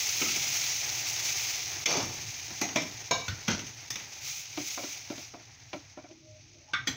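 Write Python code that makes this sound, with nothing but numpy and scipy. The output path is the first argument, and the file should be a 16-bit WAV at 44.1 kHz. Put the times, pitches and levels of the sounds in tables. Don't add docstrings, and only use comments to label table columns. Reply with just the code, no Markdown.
import sys
import numpy as np
from scipy import signal
from scipy.fft import rfft, irfft, next_fast_len
from scipy.io import wavfile

SR = 44100
rng = np.random.default_rng(int(sys.argv[2]) if len(sys.argv) > 2 else 0)


def volts_from_decibels(level):
    exponent = np.asarray(level, float) / 20
    return 10 ** exponent


def wrap_up_sound(samples):
    columns = np.atleast_2d(samples).T
    tamed = np.clip(columns, -1, 1)
    steps = np.round(tamed * 32767).astype(np.int16)
    wavfile.write(sys.argv[1], SR, steps)


N = 306936
TIME_S = np.arange(N) / SR

# pitch_hz, level_db (per Hz); the sizzle has the microphone port's peaks
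SIZZLE = [(590, -57.5), (1000, -16), (1060, -39.5), (1130, -15), (1770, -18.5), (2070, -5.5), (2360, -2),
          (3090, -7), (4540, -4.5), (6210, 2.5), (6620, -1.5), (7110, -20.5), (8500, -28.5), (11000, -40.5),
          (18700, -120)]
SPRAY = [(4120, -15.5), (7000, 5.5), (8300, -9.5), (10700, -10.5), (13500, -10), (14200, -6), (14700, 3.5),
         (15700, 1.5), (16400, -9)]
SIMMER = [(88, -30), (150, -5.5), (199, -28), (327, -6.5), (527, -12), (796, -2), (1070, -11), (1380, -11),
          (2000, -2.5), (2600, -9.5), (4400, -120)]
FLAME = [(15, -37), (25, -26), (65, -9), (113, 3), (143, -3.5), (194, -27), (231, -24), (260, -12),
         (340, -27), (570, -120)]
# time_s, level_db
HEAT = [(0, -31.5), (.6, -32), (1.0, -36), (1.1, -33), (1.42, -33), (1.75, -37.5), (2.4, -41), (3.1, -45.5),
        (3.75, -47.5), (4.15, -45), (5.1, -47.5), (5.35, -54.5), (5.55, -57.5), (5.85, -58.5), (6.2, -76.5),
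        (6.96, -69)]
# peak_s, level_db, rise_s, fall_s
FLARES = [(.07, -38.5, 0.03, 0.21), (.26, -42, .05, 0.023), (.56, -35, 0.037, 0.17),
          (.87, -36.5, 0.024, 0.076), (1.004, -33.5, 0.01, 0.0072), (1.1, -35, .03, 0.015),
          (4.31, -38, 0.066, 0.098), (4.66, -38.5, .07, 0.11), (4.89, -41.5, 0.092, 0.082),
          (5.2, -47, 0.1, 0.064), (5.74, -54, 0.0098, 0.041)]
# pitch_hz, width_hz, level_db
JUG = (-15.5, 0.45), [(273, 98, 5), (1290, 45, 4.5), (2200, 20, -3), (2440, 17, 0), (2760, 91, -3),
       (3140, 49, -5.5)]
POT_RIM = (-11, 0.8), [(2350, 70, 0), (3463, 38, -3.5), (4590, 51, 1.5), (5490, 62, -0.5), (6040, 45, -7),
           (6154, 70, 3)]
SPOON = (-8, 0.3), [(281, 44, 2), (737, 120, -6), (2016, 57, -6), (2390, 130, -6), (4100, 310, -13),
         (5930, 180, -6)]
BOARD = (-7.5, 0.3), [(280, 31, -1), (613, 56, -5), (1023, 40, -5), (2170, 210, -6), (2332, 33, -2.5),
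         (3530, 380, -12), (5500, 260, -8.5), (6270, 390, -17)]
POT_BASE = (-9.5, 0.41), [(510, 66, -1.5), (677, 67, -1), (999, 74, 1.5), (1590, 33, -7), (2303, 34, 1.5),
            (2860, 63, -5.5), (3840, 135, -1), (4380, 84, -7), (5330, 88, -4), (6570, 170, -5)]
SHELF = (-5.5, 0.25), [(104, 31, 4.5), (1460, 85, -6), (1855, 49, -10), (2500, 27, -18), (2940, 23, -20),
         (3600, 170, -14), (4000, 34, -17), (4420, 89, -11)]
TIN = (-4, 0.31), [(210, 50, 6), (950, 27, -11), (1463, 130, -2.5), (2023, 26, -5), (2380, 19, -6),
       (2840, 200, -9), (3130, 110, -8), (3360, 33, -10), (3800, 41, -14), (4300, 74, -9)]
CLIP = (-16.5, 0.14), [(1920, 120, -5.5), (3550, 110, -5), (5160, 230, -5), (6060, 210, -2.5),
        (6300, 100, -16)]
BOWL = (-7, 0.28), [(1210, 65, -3), (1440, 72, -2.5), (1546, 45, 1.5), (1970, 81, -4.5), (2200, 84, -3.5),
        (2820, 45, -26), (3540, 150, -7), (4330, 67, -36), (5490, 65, -16), (6300, 63, -35),
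        (7650, 56, -38)]
LID = (-12.5, 0.25), [(256, 32, 1), (1480, 98, -5), (1870, 99, -1.5), (2180, 110, -3.5), (3330, 150, -2.5),
       (4070, 130, -3.5), (4740, 96, -9), (6120, 104, -0.5), (7430, 120, -11)]
STRUCK_S = [
    .214,
    1.857,
    2.615,
    2.759,
    3.110,
    3.281,
    3.479,
    3.904,
    6.734,
    6.872,
]
# start_s, strength_db, weight_db, edge_db
CLATTER = [(0.218, -15.5, -18, -3), (0.361, -23.5, -17.5, 7), (0.4545, -24, -26, -11),
           (1.858, -9.5, -29, -8.5), (1.904, -26, -7, 7), (1.968, -30, -2, 6), (2.023, -35, -5, 5),
           (2.5048, -34.5, -5.5, -5), (2.6128, -19.5, -12, 6.5), (2.688, -27.5, -12, -6),
           (2.7578, -19, -7.5, -1), (2.8204, -27, -33, 1), (3.1097, -18, -13.5, -3),
           (3.281, -22, -18.5, -3), (3.481, -17, -7.5, -2), (3.591, -25.5, -32, -11), (3.6663, -33, -44, 2),
           (3.9027, -26, -17.5, 9), (3.9556, -21.5, -23, -8), (3.997, -36, -24, -13),
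           (6.735, -19, -25, -39), (6.8685, -37, -20, 4), (6.8755, -22.5, -11, 4)]
# start_s, hold_s, rumble_db, rasp_db, release_db_per_s
DRAG = [
    (1.892, 0.085, -28.5, -21.5, 98),
    (3.505, 0.018, -36, -14.5, 220),
    (3.585, 0.0084, -50, -44, 300),
    (3.655, 0.023, -64, -50, 250),
]
# start_s, level_db, t60_s
BOOMS = [(2.0, -36.5, 0.65), (2.16, -46.5, 0.7), (3.13, -41, 0.42), (3.3, -51, 1.0), (3.5, -39, 0.55),
         (3.63, -48, 0.36), (3.88, -44, 0.44), (6.74, -41.5, 0.53), (6.88, -47, 1.1)]
# start_s, pitch_hz, level_db, t60_s
PINGS = [
    (2.615, 6514, -32, .45),
    (6.874, 11750, -62, .3),
]
# start_s, clack_db, thud_db, knock_db
LADLE = [(4.5733, -24.5, -34, -34.5), (4.775, -29, -40, -30.5), (4.8324, -31, -40, -39.5),
         (5.1, -33, -34.5, -37.5), (5.1772, -36, -45.5, -43), (5.3368, -46, -45, -40.5),
         (5.3967, -46, -56, -56.5), (5.7303, -27, -36.5, -34), (5.9718, -53, -43.5, -40),
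         (6.0384, -54, -52, -48.5), (6.1085, -46, -51, -70)]
# pitch_hz, width_hz, level_db
PAN_BELLY = [(305, 41.6, 4.5), (234, 90, -8.5), (427, 160, -13)]
# pitch_hz, width_hz, level_db
PAN_WALL = [(618, 36, 4), (693, 50, 2.5), (925, 96, -9), (1359, 42, -6), (2310, 84, -5.5)]
# start_s, length_s, pitch_hz, width_hz, level_db
RUBS = [(6.08, 0.27, 324, 8, -59.5), (6.384, 0.3, 330, 30, -63.5), (6.088, 0.055, 637, 12, -54.5),
        (6.215, 0.22, 618, 5.4, -60), (6.5, 0.22, 624, 12, -62.5), (6.67, 0.078, 862, 26, -55.5)]
# hit_s, and gain_db
DUCKS_S = [
    1.857,
    3.110,
    3.903,
]
DUCKS_DB = [-12, -3, -6]


def rms_one(x):
    return x / np.sqrt(np.mean(x ** 2) + 1e-20)


def colour(x, spectrum):
    size = next_fast_len(N + 8192)
    hz, level_db = np.transpose(spectrum)
    bin_hz = np.arange(size // 2 + 1) * SR / size
    nepers = np.interp(np.log(bin_hz + 1), np.log(hz), level_db) * np.log(10) / 20
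    cepstrum = irfft(nepers, size)
    cepstrum[1:size // 2] *= 2
    cepstrum[size // 2 + 1:] = 0
    return rms_one(irfft(rfft(x, size) * np.exp(rfft(cepstrum)), size)[:N])


def band(x, low_hz, high_hz):
    return rms_one(signal.sosfilt(signal.butter(2, [low_hz, high_hz], "band", fs=SR, output="sos"), x))


def drift(rate_hz):
    r = np.exp(-2 * np.pi * rate_hz / SR)
    noise = rng.standard_normal(N + SR)
    return rms_one(signal.lfilter([1], [1, -2 * r, r * r], noise)[SR:])


def ring(force, hz, t60_s):
    r = volts_from_decibels(-60 / (max(t60_s, .005) * SR))
    w = 2 * np.pi * hz / SR
    return signal.lfilter([0, np.sin(w)], [1, -2 * r * np.cos(w), r * r], force + 1e-18)


def pops(per_s, spread_db, hiss):
    sizes = volts_from_decibels(spread_db * np.minimum(rng.exponential(1, N), 5)) * rng.choice([-1, 1], N)
    return rms_one(sizes * (rng.random(N) < per_s / SR)) + hiss * rng.standard_normal(N)


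def vigour():
    power = 0
    for s, db, rise, fall in FLARES:
        spread = np.where(TIME_S < s, rise, fall)
        power = power + volts_from_decibels(2 * db) * np.exp(-((TIME_S - s) / spread) ** 2)
    heat_s, heat_db = np.transpose(HEAT)
    return np.interp(TIME_S, heat_s, heat_db), 10 * np.log10(power + 1e-14)


def frying():
    heat_db, flare_db = vigour()
    boom = booms()
    dry_wall_db = -59
    sizzle_gain = np.sqrt(volts_from_decibels(heat_db) ** 2 + volts_from_decibels(flare_db) ** 2 + volts_from_decibels(dry_wall_db) ** 2)
    steady_spray = volts_from_decibels(-52 + 1.36 * (heat_db + 40))
    flare_spray = volts_from_decibels(-52 + 3 + 1.36 * (flare_db + 40.5))
    spray_gain = np.hypot(steady_spray, flare_spray)
    simmer_gain = np.hypot(volts_from_decibels(-52.5 + 0.57 * (heat_db + 40.5)), volts_from_decibels(-14.5) * boom)
    flame_gain = np.hypot(volts_from_decibels(-53.5 - 0.99 * TIME_S), boom)

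    bursts = pops(6000, spread_db=4.5, hiss=2.03)
    droplets = bursts + 1.7 * pops(3000, spread_db=2.5, hiss=0.79)
    bubbles = pops(900, spread_db=3.0, hiss=1.08)
    surge = drift(30)
    sizzle = colour(bursts, SIZZLE) * sizzle_gain * volts_from_decibels(-0.2 + 0.98 * surge + 0.98 * drift(51))
    spray = colour(droplets, SPRAY) * spray_gain * volts_from_decibels(1.4 * surge + 0.43 * drift(30))
    simmer = colour(bubbles, SIMMER) * simmer_gain * volts_from_decibels(1.5 * drift(4.1) + 1.33 * drift(20))
    flame = colour(rng.standard_normal(N), FLAME) * flame_gain * volts_from_decibels(1.5 * drift(4))
    return sizzle + spray + simmer + flame


def microphone_hiss():
    return volts_from_decibels(-88) * band(band(rng.standard_normal(N), 14300, 15900), 14300, 15900)


def clank(s, blow, resonances, snap=1.2, rise=0.00021):
    blow_db, t60 = blow
    t = np.arange(SR // 2) / SR
    snap_shape = np.exp(-t / 0.0013)
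    chatter = rng.standard_normal(len(t)) * (volts_from_decibels(-60 * t / t60) + snap * snap_shape) * (1 - np.exp(-t / rise))
    sound = 0
    for hz, width, level_db in resonances:
        r = np.exp(-np.pi * np.clip(2.2 * width, 40, 900) / SR)
        section = [(1 - r * r) / 2, 0, (r * r - 1) / 2, 1, -2 * r * np.cos(2 * np.pi * hz / SR), r * r]
        sound = sound + volts_from_decibels(level_db) * signal.sosfilt([section, section], chatter)
        clean = ring(chatter * snap_shape, hz, 0.76 * t60 * min(1, 60 / width))
        sound = sound + volts_from_decibels(level_db - 36.5) * min(1, hz / 1200) * clean
    top_db = max(row[2] for row in resonances)
    return np.r_[np.zeros(round(s * SR)), volts_from_decibels(blow_db - top_db) * sound, np.zeros(N)][:N]


def ringing_ware():
    vessels = JUG, POT_RIM, SPOON, BOARD, POT_BASE, SHELF, TIN, CLIP, BOWL, LID
    ware = sum(clank(s, *vessel) for s, vessel in zip(STRUCK_S, vessels))
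    return signal.sosfilt(signal.butter(5, 8100, fs=SR, output="sos"), ware)


def knocks(rows, t60, tail_db, offsets_db):
    white = pops(4000, spread_db=3.0, hiss=1.0)
    port = colour(white, SIZZLE)
    clack = band(port, 1800, 4000)
    thud = band(band(white, 110, 380), 100, 500)
    knock = band(white, 420, 1600)
    clink = band(port, 4000, 7500)
    edge = band(colour(white, SPRAY), 6500, 14500)
    voices = [clack, thud, knock, clink, edge]
    rises_s, lasts = [.0006, .004, .0015, .0005, .0008], [1.01, 1.6, 1.2, .9, .7]
    out, t = np.zeros(N), np.arange(SR // 2) / SR
    for s, *levels_db in rows:
        i = round(s * SR)
        for voice, level_db, offset_db, rise, last in zip(voices, levels_db, offsets_db, rises_s, lasts):
            crack = np.exp(-(t / (0.0089 * last)) ** 2)
            rattle = volts_from_decibels(tail_db - 60 * t / (t60 * last))
            shape = (1 - np.exp(-t / rise)) * (crack + rattle)
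            piece = voice[i:i + len(t)]
            out[i:i + len(t)] += volts_from_decibels(level_db + offset_db) * shape[:len(piece)] * piece
    return out


def clatter():
    blows = [(s, db, db + weight, db + 0.82 * weight, db + 0.37 * edge, db + edge)
             for s, db, weight, edge in CLATTER]
    return knocks(blows, t60=0.34, tail_db=-5, offsets_db=[-15.5, -7.0, -10.5, -13.5, -25.5])


def drag():
    slips = pops(700, spread_db=2.5, hiss=.6)
    rumble = band(band(slips, 185, 1000), 180, 1460)
    rasp = colour(slips, SIZZLE)
    out = 0
    for s, hold, rumble_db, rasp_db, release in DRAG:
        rise_db = 409 * np.maximum(s - TIME_S, 0)
        fall_db = release * np.maximum(TIME_S - s - hold, 0)
        out = out + rumble * volts_from_decibels(rumble_db - 7.5 - rise_db - fall_db)
        out = out + rasp * volts_from_decibels(rasp_db - 14.0 - rise_db - 1.4 * fall_db)
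    return out * volts_from_decibels(2.74 * drift(18))


def booms():
    gain = 0
    for s, db, t60 in BOOMS:
        onset = 1 - np.exp(-np.maximum(TIME_S - s, 0) / 0.017)
        gain = gain + volts_from_decibels(db - 60 * np.abs(TIME_S - s) / t60) * onset
    return gain


def spoon_pings():
    out = np.zeros(N)
    for s, hz, db, t60 in PINGS:
        tap = np.exp(-((TIME_S - s - .001) / .0006) ** 2) * np.sin(2 * np.pi * hz * TIME_S)
        out += volts_from_decibels(db) * ring(tap / 23, hz, t60)
    return out


def ladle():
    sound = knocks(LADLE, t60=0.4, tail_db=-11, offsets_db=[-13, -12, -10])
    for s, clack_db, thud_db, knock_db in LADLE:
        sound += clank(s, (thud_db + 25, .17), PAN_BELLY, snap=1.0, rise=0.00064)
        sound += clank(s, (knock_db + 22.5, .12), PAN_WALL, snap=0.35, rise=0.0032)
    for s, length, hz, width, db in RUBS:
        hum = rms_one(ring(rng.standard_normal(N), hz, 2.2 / width))
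        sound += hum * volts_from_decibels(db) * np.sin(np.pi * np.clip((TIME_S - s) / length, 0, 1))
    return sound


def scene():
    hits = ringing_ware() + clatter() + drag() + spoon_pings() + ladle()
    hits = signal.sosfilt(signal.butter(3, 75, "high", fs=SR, output="sos"), hits)
    return (frying() + hits + microphone_hiss())[None]


def band_limit(x):
    return signal.sosfilt(signal.butter(12, 17100, fs=SR, output="sos"), x)


def record(dry):
    gain_db = np.zeros(N)
    for s, depth_db in zip(DUCKS_S, DUCKS_DB):
        gain_db += depth_db * (TIME_S < s) * np.clip((TIME_S - s + .016) / .005, 0, 1)
    limited = .4 * np.tanh(dry * volts_from_decibels(gain_db) / .4)
    mix = signal.sosfilt(signal.cheby2(18, 55, 16120, fs=SR, output="sos"), limited)
    return band_limit(mix)


dry = scene()
out = record(dry)
wrap_up_sound(out)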